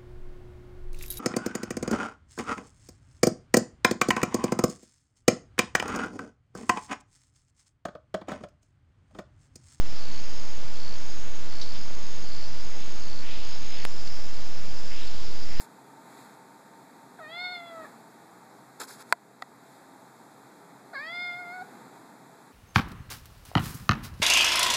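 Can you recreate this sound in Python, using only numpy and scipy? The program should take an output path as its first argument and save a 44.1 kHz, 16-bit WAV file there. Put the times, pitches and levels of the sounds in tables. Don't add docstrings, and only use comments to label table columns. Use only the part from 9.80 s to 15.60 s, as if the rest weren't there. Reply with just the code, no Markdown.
import sys
import numpy as np
from scipy import signal
from scipy.fft import rfft, irfft
from scipy.io import wavfile

SR = 44100
rng = np.random.default_rng(int(sys.argv[2]) if len(sys.argv) > 2 else 0)


def store_wav(level_fs):
    pcm = np.round(np.clip(np.atleast_2d(level_fs), -1, 1) * 32767)
    wavfile.write(sys.argv[1], SR, pcm.T.astype(np.int16))


N = 255780
TIME = np.arange(N) / SR

# (time of first pulse [s], level of a typical full stroke, no echo [dB])
LOW_CRICKET_TRILLS = [(.179, -38.7), (.9417, -38.7), (1.7085, -38.7), (2.4431, -38.7), (3.2079, -39.2),
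                      (3.9563, -40)]
HIGH_CRICKET_TRILLS = [(.323, -46), (1.1474, -46.3), (1.9954, -45.5), (2.829, -46.7), (3.6516, -46.3)]
LOW_WING_HZ, HIGH_WING_HZ = 4485, 6535
LOW_PULSES_PER_S, HIGH_PULSES_PER_S = 65.4, 51.25

# (time of the low end [s], direction [1 rising, -1 falling], length before the release [s],
# climb time of the high edge [s], climb of the low edge [octaves per s], level before shaping [dB])
AIRY_SWISHES = [(0.505, -1, .35, 0.18, 2.2, -54.5), (2.88, 1, 0.27, .14, 1.8, -54),
                (3.398, 1, 0.36, 0.12, 1.9, -45.5), (4.104, -1, 0.26, 0.17, 1.4, -45.5),
                (5.075, 1, .45, .13, 2.8, -46.5), (5.646, 1, .4, 0.28, .8, -48.5)]
SWISH_SPREAD_HZ = 2000
SWISH_LOW_HZ = 1640
SWISH_START_HZ, SWISH_TOP_HZ = 1900, 5280
SWISH_ATTACK_S, SWISH_RELEASE_S = 0.045, 0.051
SWISH_PEAK_S, SWISH_TAIL_DB, SWISH_SINK_S = 0.14, -5.5, 0.09

# (time [s], peak level [dB], low-pass corner [Hz], sign of the push [1 or -1])
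DRY_CLICKS = [(.69, -36, 2500, 1), (1.7288, -26, 6000, -1), (1.8145, -30, 6000, -1), (2.1095, -30, 700, 1),
              (3.759, -33, 900, 1), (4.274, -28, 4000, 1)]
# (time [s], peak level [dB])
CLOCK_TICKS = [(4.2755, -34), (5.2755, -36)]
# (time [s], starting level [dB], steady part [s], time to fall 60 dB after it [s],
# centre pitch [Hz])
LEAF_SPATTERS = [(1.8135, -36, .006, .13, 4200), (1.94, -49, .03, .15, 3300)]

# (time [s], length [s], pitch [Hz], level of the tone's peak [dB])
FAR_CHIRPS = [(2.28, .12, 3550, -57), (2.64, .12, 5900, -59), (3.69, .11, 5260, -50),
              (3.875, .115, 5065, -45), (4.06, .06, 6800, -57), (4.27, .1, 4850, -53),
              (4.55, .25, 4050, -59), (5.11, .13, 4850, -52), (5.33, .16, 4680, -54),
              (5.77, .05, 4060, -52)]
# (centre pitch [Hz], width of each resonance pass [Hz], level relative to the other rows [dB])
CHORUS_BEFORE = [(4590, 820, 2), (4968, 420, 3.5), (5250, 620, -4), (5230, 140, -2)]
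CHORUS_AFTER = [(4830, 810, -4), (5110, 190, -6.5), (5290, 320, -7), (5460, 190, -20), (7440, 1500, -6)]
# (time [s], level [dB])
CHORUS_LEVEL = [(0, -51), (.05, -52.5), (.17, -45), (.3, -56), (.45, -48), (.63, -49), (.87, -56),
                (1.12, -51.5), (1.33, -49.5), (1.45, -61), (1.95, -47.5), (2.1, -52.5), (2.52, -50.5),
                (2.75, -51), (2.86, -54.5), (3.08, -51), (3.55, -52.5), (3.75, -47.5), (3.84, -49.5),
                (4.3, -47.5), (4.78, -51.5), (5.04, -48), (5.3, -50), (5.6, -48), (5.8, -48)]
WAX_DB, WAX_HZ = 2.0, 3.6

# (frequency [Hz], level in each 1 Hz of bandwidth [dB])
HISS_SPECTRUM = [(2, -58), (12, -68.5), (40, -65.5), (100, -71), (300, -77), (800, -80.5), (1800, -84),
                 (3500, -85.5), (5800, -88), (7000, -84.5), (8000, -78.5)]

CONVERTER_HZ, BAND_EDGE_HZ, CUTOFF_HZ = 16000, 9750, 15900
NOISE_FLOOR_DB = -79
OFFSET_BEFORE, OFFSET_AFTER = .239, .251
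BREAK_S, BREAK_LENGTH_S, RECOVERY_S = 4.05197, .00013, .00004


def crickets():
    low_stroke = wing_stroke(LOW_WING_HZ, rise_s=.0016, fall_s=.0015, squareness=5)
    high_stroke = wing_stroke(HIGH_WING_HZ, rise_s=.006, fall_s=.0027, squareness=1.6)
    low = cricket(LOW_CRICKET_TRILLS, LOW_PULSES_PER_S, 15, low_stroke, soft_db=-3, spread_db=1)
    high = cricket(HIGH_CRICKET_TRILLS, HIGH_PULSES_PER_S, 24, high_stroke, soft_db=-.7, spread_db=1.7)
    return echo(low, delay_s=.00378, level_db=-10) + echo(high, delay_s=.00612, level_db=-8)


def cricket(trills, rate, count, stroke, soft_db, spread_db):
    out = np.zeros(N)
    sound, lead_s = stroke
    for start, level_db in trills:
        for k, (loud, late) in enumerate(rng.standard_normal((count, 2))):
            warm_db = soft_db * (k < 4) + soft_db * (k == 0)
            stroke_s = start + k / rate - lead_s + .00008 * late
            add(out, stroke_s, from_db(level_db + warm_db + spread_db * loud) * sound)
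    return out * (TIME < BREAK_S)


def wing_stroke(hz, rise_s, fall_s, squareness):
    t = np.arange(-round(3 * rise_s * SR), round(3 * fall_s * SR)) / SR
    side_s = np.where(t < 0, rise_s, fall_s)
    shape = np.exp(-np.abs(t / side_s) ** squareness)
    return shape * np.sin(2 * np.pi * hz * t), -t[0]


def echo(x, delay_s, level_db):
    lag = round(delay_s * SR)
    delayed = np.concatenate([np.zeros(lag), x[:-lag]])
    return x + from_db(level_db) * delayed


def swish():
    out = np.zeros(N)
    white = rng.standard_normal((2, N))
    edges = 1000 * 2 ** np.arange(0, 2.8, .17)
    bands = []
    for k, (low, high) in enumerate(zip(edges, edges[1:])):
        band_filter = signal.butter(2, [low, high], "band", fs=SR, output="sos")
        bands.append(signal.sosfilt(band_filter, white[k % 2]))
    bands = np.array(bands)
    hz = np.sqrt(edges[:-1] * edges[1:])[:, None]
    for s, direction, length_s, climb_s, climb, level_db in AIRY_SWISHES:
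        age = (TIME - s) * np.sign(direction)
        on = (age > 0) & (age < length_s + SWISH_RELEASE_S)
        on &= (TIME < BREAK_S) == (TIME[on][0] < BREAK_S)
        age = age[on]
        high_hz = SWISH_TOP_HZ - (SWISH_TOP_HZ - SWISH_START_HZ) * np.exp(-age / climb_s)
        low_hz = SWISH_LOW_HZ * 2 ** (climb * age)
        attack = np.minimum(age / SWISH_ATTACK_S, 1)
        release = np.clip(1 - (age - length_s) / SWISH_RELEASE_S, 0, 1)
        sink_db = SWISH_TAIL_DB * (1 - np.exp(-np.maximum(age - SWISH_PEAK_S, 0) / SWISH_SINK_S))
        edge_loss = np.sqrt((1 + (low_hz / hz) ** 14.0) * (1 + (hz / high_hz) ** 33.0))
        let_in = (hz / 3000) ** -.1 / edge_loss
        noise = np.sum(bands[:, on] * let_in, axis=0)
        out[on] += from_db(level_db + sink_db) * attack * release * noise
    return out / np.sqrt(2 * SWISH_SPREAD_HZ / SR)


def small_hits():
    out = np.zeros(N)
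    t = np.arange(round(.15 * SR)) / SR
    for s, level_db, dull_hz, sign in DRY_CLICKS:
        angle = 2 * np.pi * dull_hz * t
        pulse = np.e * angle * np.exp(-angle)
        add(out, s, sign * from_db(level_db) * pulse)
    for s, level_db in CLOCK_TICKS:
        swell = np.exp(-((t - .002) / .0018) ** 2)
        add(out, s, from_db(level_db) * swell * np.sin(2 * np.pi * 4430 * t))
    for s, level_db, steady_s, t60, hz in LEAF_SPATTERS:
        burst = rms_one(resonate_twice(rng.standard_normal(len(t)), hz, .5 * hz))
        fall_db = -60 * np.maximum(t - steady_s, 0) / t60
        add(out, s, from_db(level_db + fall_db) * burst)
    return out


def chirps():
    out = np.zeros(N)
    for s, length_s, hz, level_db in FAR_CHIRPS:
        t = np.arange(round(length_s * SR)) / SR
        scattered = rms_one(resonate_twice(rng.standard_normal(SR // 2), hz, 120))[-len(t):]
        rough_tone = np.sin(2 * np.pi * hz * t) + .4 * scattered
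        swell = np.hanning(len(t)) ** .3
        add(out, s, from_db(level_db) * rough_tone * swell)
    return out


def far_chorus():
    voices = np.where(TIME < BREAK_S, chorus(CHORUS_BEFORE), chorus(CHORUS_AFTER))
    return from_db(in_time(CHORUS_LEVEL)[0]) * voices


def chorus(rows):
    out = 0
    for hz, width_hz, level_db in rows:
        clicks = (rng.random(N) < 2500 / SR) * rng.standard_normal(N)
        blur = rms_one(resonate_twice(clicks + 1e-18, hz, width_hz))
        out = out + from_db(level_db + WAX_DB * drift(WAX_HZ)) * blur
    return rms_one(out)


def drift(rate):
    r = np.exp(-80 * np.pi * rate / SR)
    noise = rng.standard_normal(N // 40 + 2002)
    slow = signal.lfilter([1], [1, -2 * r, r * r], noise)[2000:]
    return np.interp(np.arange(N) / 40, np.arange(len(slow)), rms_one(slow))


def hiss():
    hz = np.fft.rfftfreq(N, 1 / SR) + 1e-3
    points_hz, points_db = np.transpose(HISS_SPECTRUM)
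    level_db = np.interp(np.log(hz), np.log(points_hz), points_db)
    gain = from_db(level_db) * np.sqrt(SR / 2) * (hz > 1)
    return irfft(rfft(rng.standard_normal(N)) * gain, N)


def converter(x):
    in_band = np.fft.rfftfreq(N, 1 / SR) < CONVERTER_HZ / 2
    band = irfft(rfft(x) * in_band, N)
    mirrored = band * (1 + 2 * np.cos(2 * np.pi * CONVERTER_HZ * TIME))
    smoothing = signal.cheby2(8, 66, BAND_EDGE_HZ, fs=SR, output="sos")
    return signal.sosfilt(smoothing, mirrored)


def from_db(db):
    return 10 ** (np.asarray(db) / 20)


def rms_one(x):
    return x / np.sqrt(np.mean(x ** 2) + 1e-20)


def in_time(rows):
    s, *columns = np.transpose(rows)
    return [np.interp(TIME, s, c) for c in columns]


def resonate(x, hz, width_hz):
    r = np.exp(-np.pi * width_hz / SR)
    feed_in = (1 - r * r) / 2 * np.array([1, 0, -1])
    feed_back = [1, -2 * r * np.cos(2 * np.pi * hz / SR), r * r]
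    return signal.lfilter(feed_in, feed_back, x)


def resonate_twice(x, hz, width_hz):
    return resonate(resonate(x, hz, width_hz), hz, width_hz)


def add(out, s, sound):
    i = int(round(s * SR))
    out[i:i + len(sound)] += sound[:N - i]


def scene():
    near = crickets() + swish() + small_hits()
    background = chirps() + far_chorus() + hiss()
    return (near + background)[None]


def record(dry):
    narrow = converter(dry)
    offset = np.where(TIME < BREAK_S, OFFSET_BEFORE, OFFSET_AFTER)
    back_s = np.maximum(TIME - BREAK_S - BREAK_LENGTH_S, 0)
    running = np.where(TIME < BREAK_S, 1, 1 - np.exp(-back_s / RECOVERY_S))
    floor = from_db(NOISE_FLOOR_DB) * rng.standard_normal(dry.shape)
    stored = (narrow + offset) * running + floor
    low_pass = signal.cheby2(16, 30, CUTOFF_HZ, fs=SR, output="sos")
    return signal.sosfiltfilt(low_pass, stored)


dry = scene()
out = record(dry)
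store_wav(out)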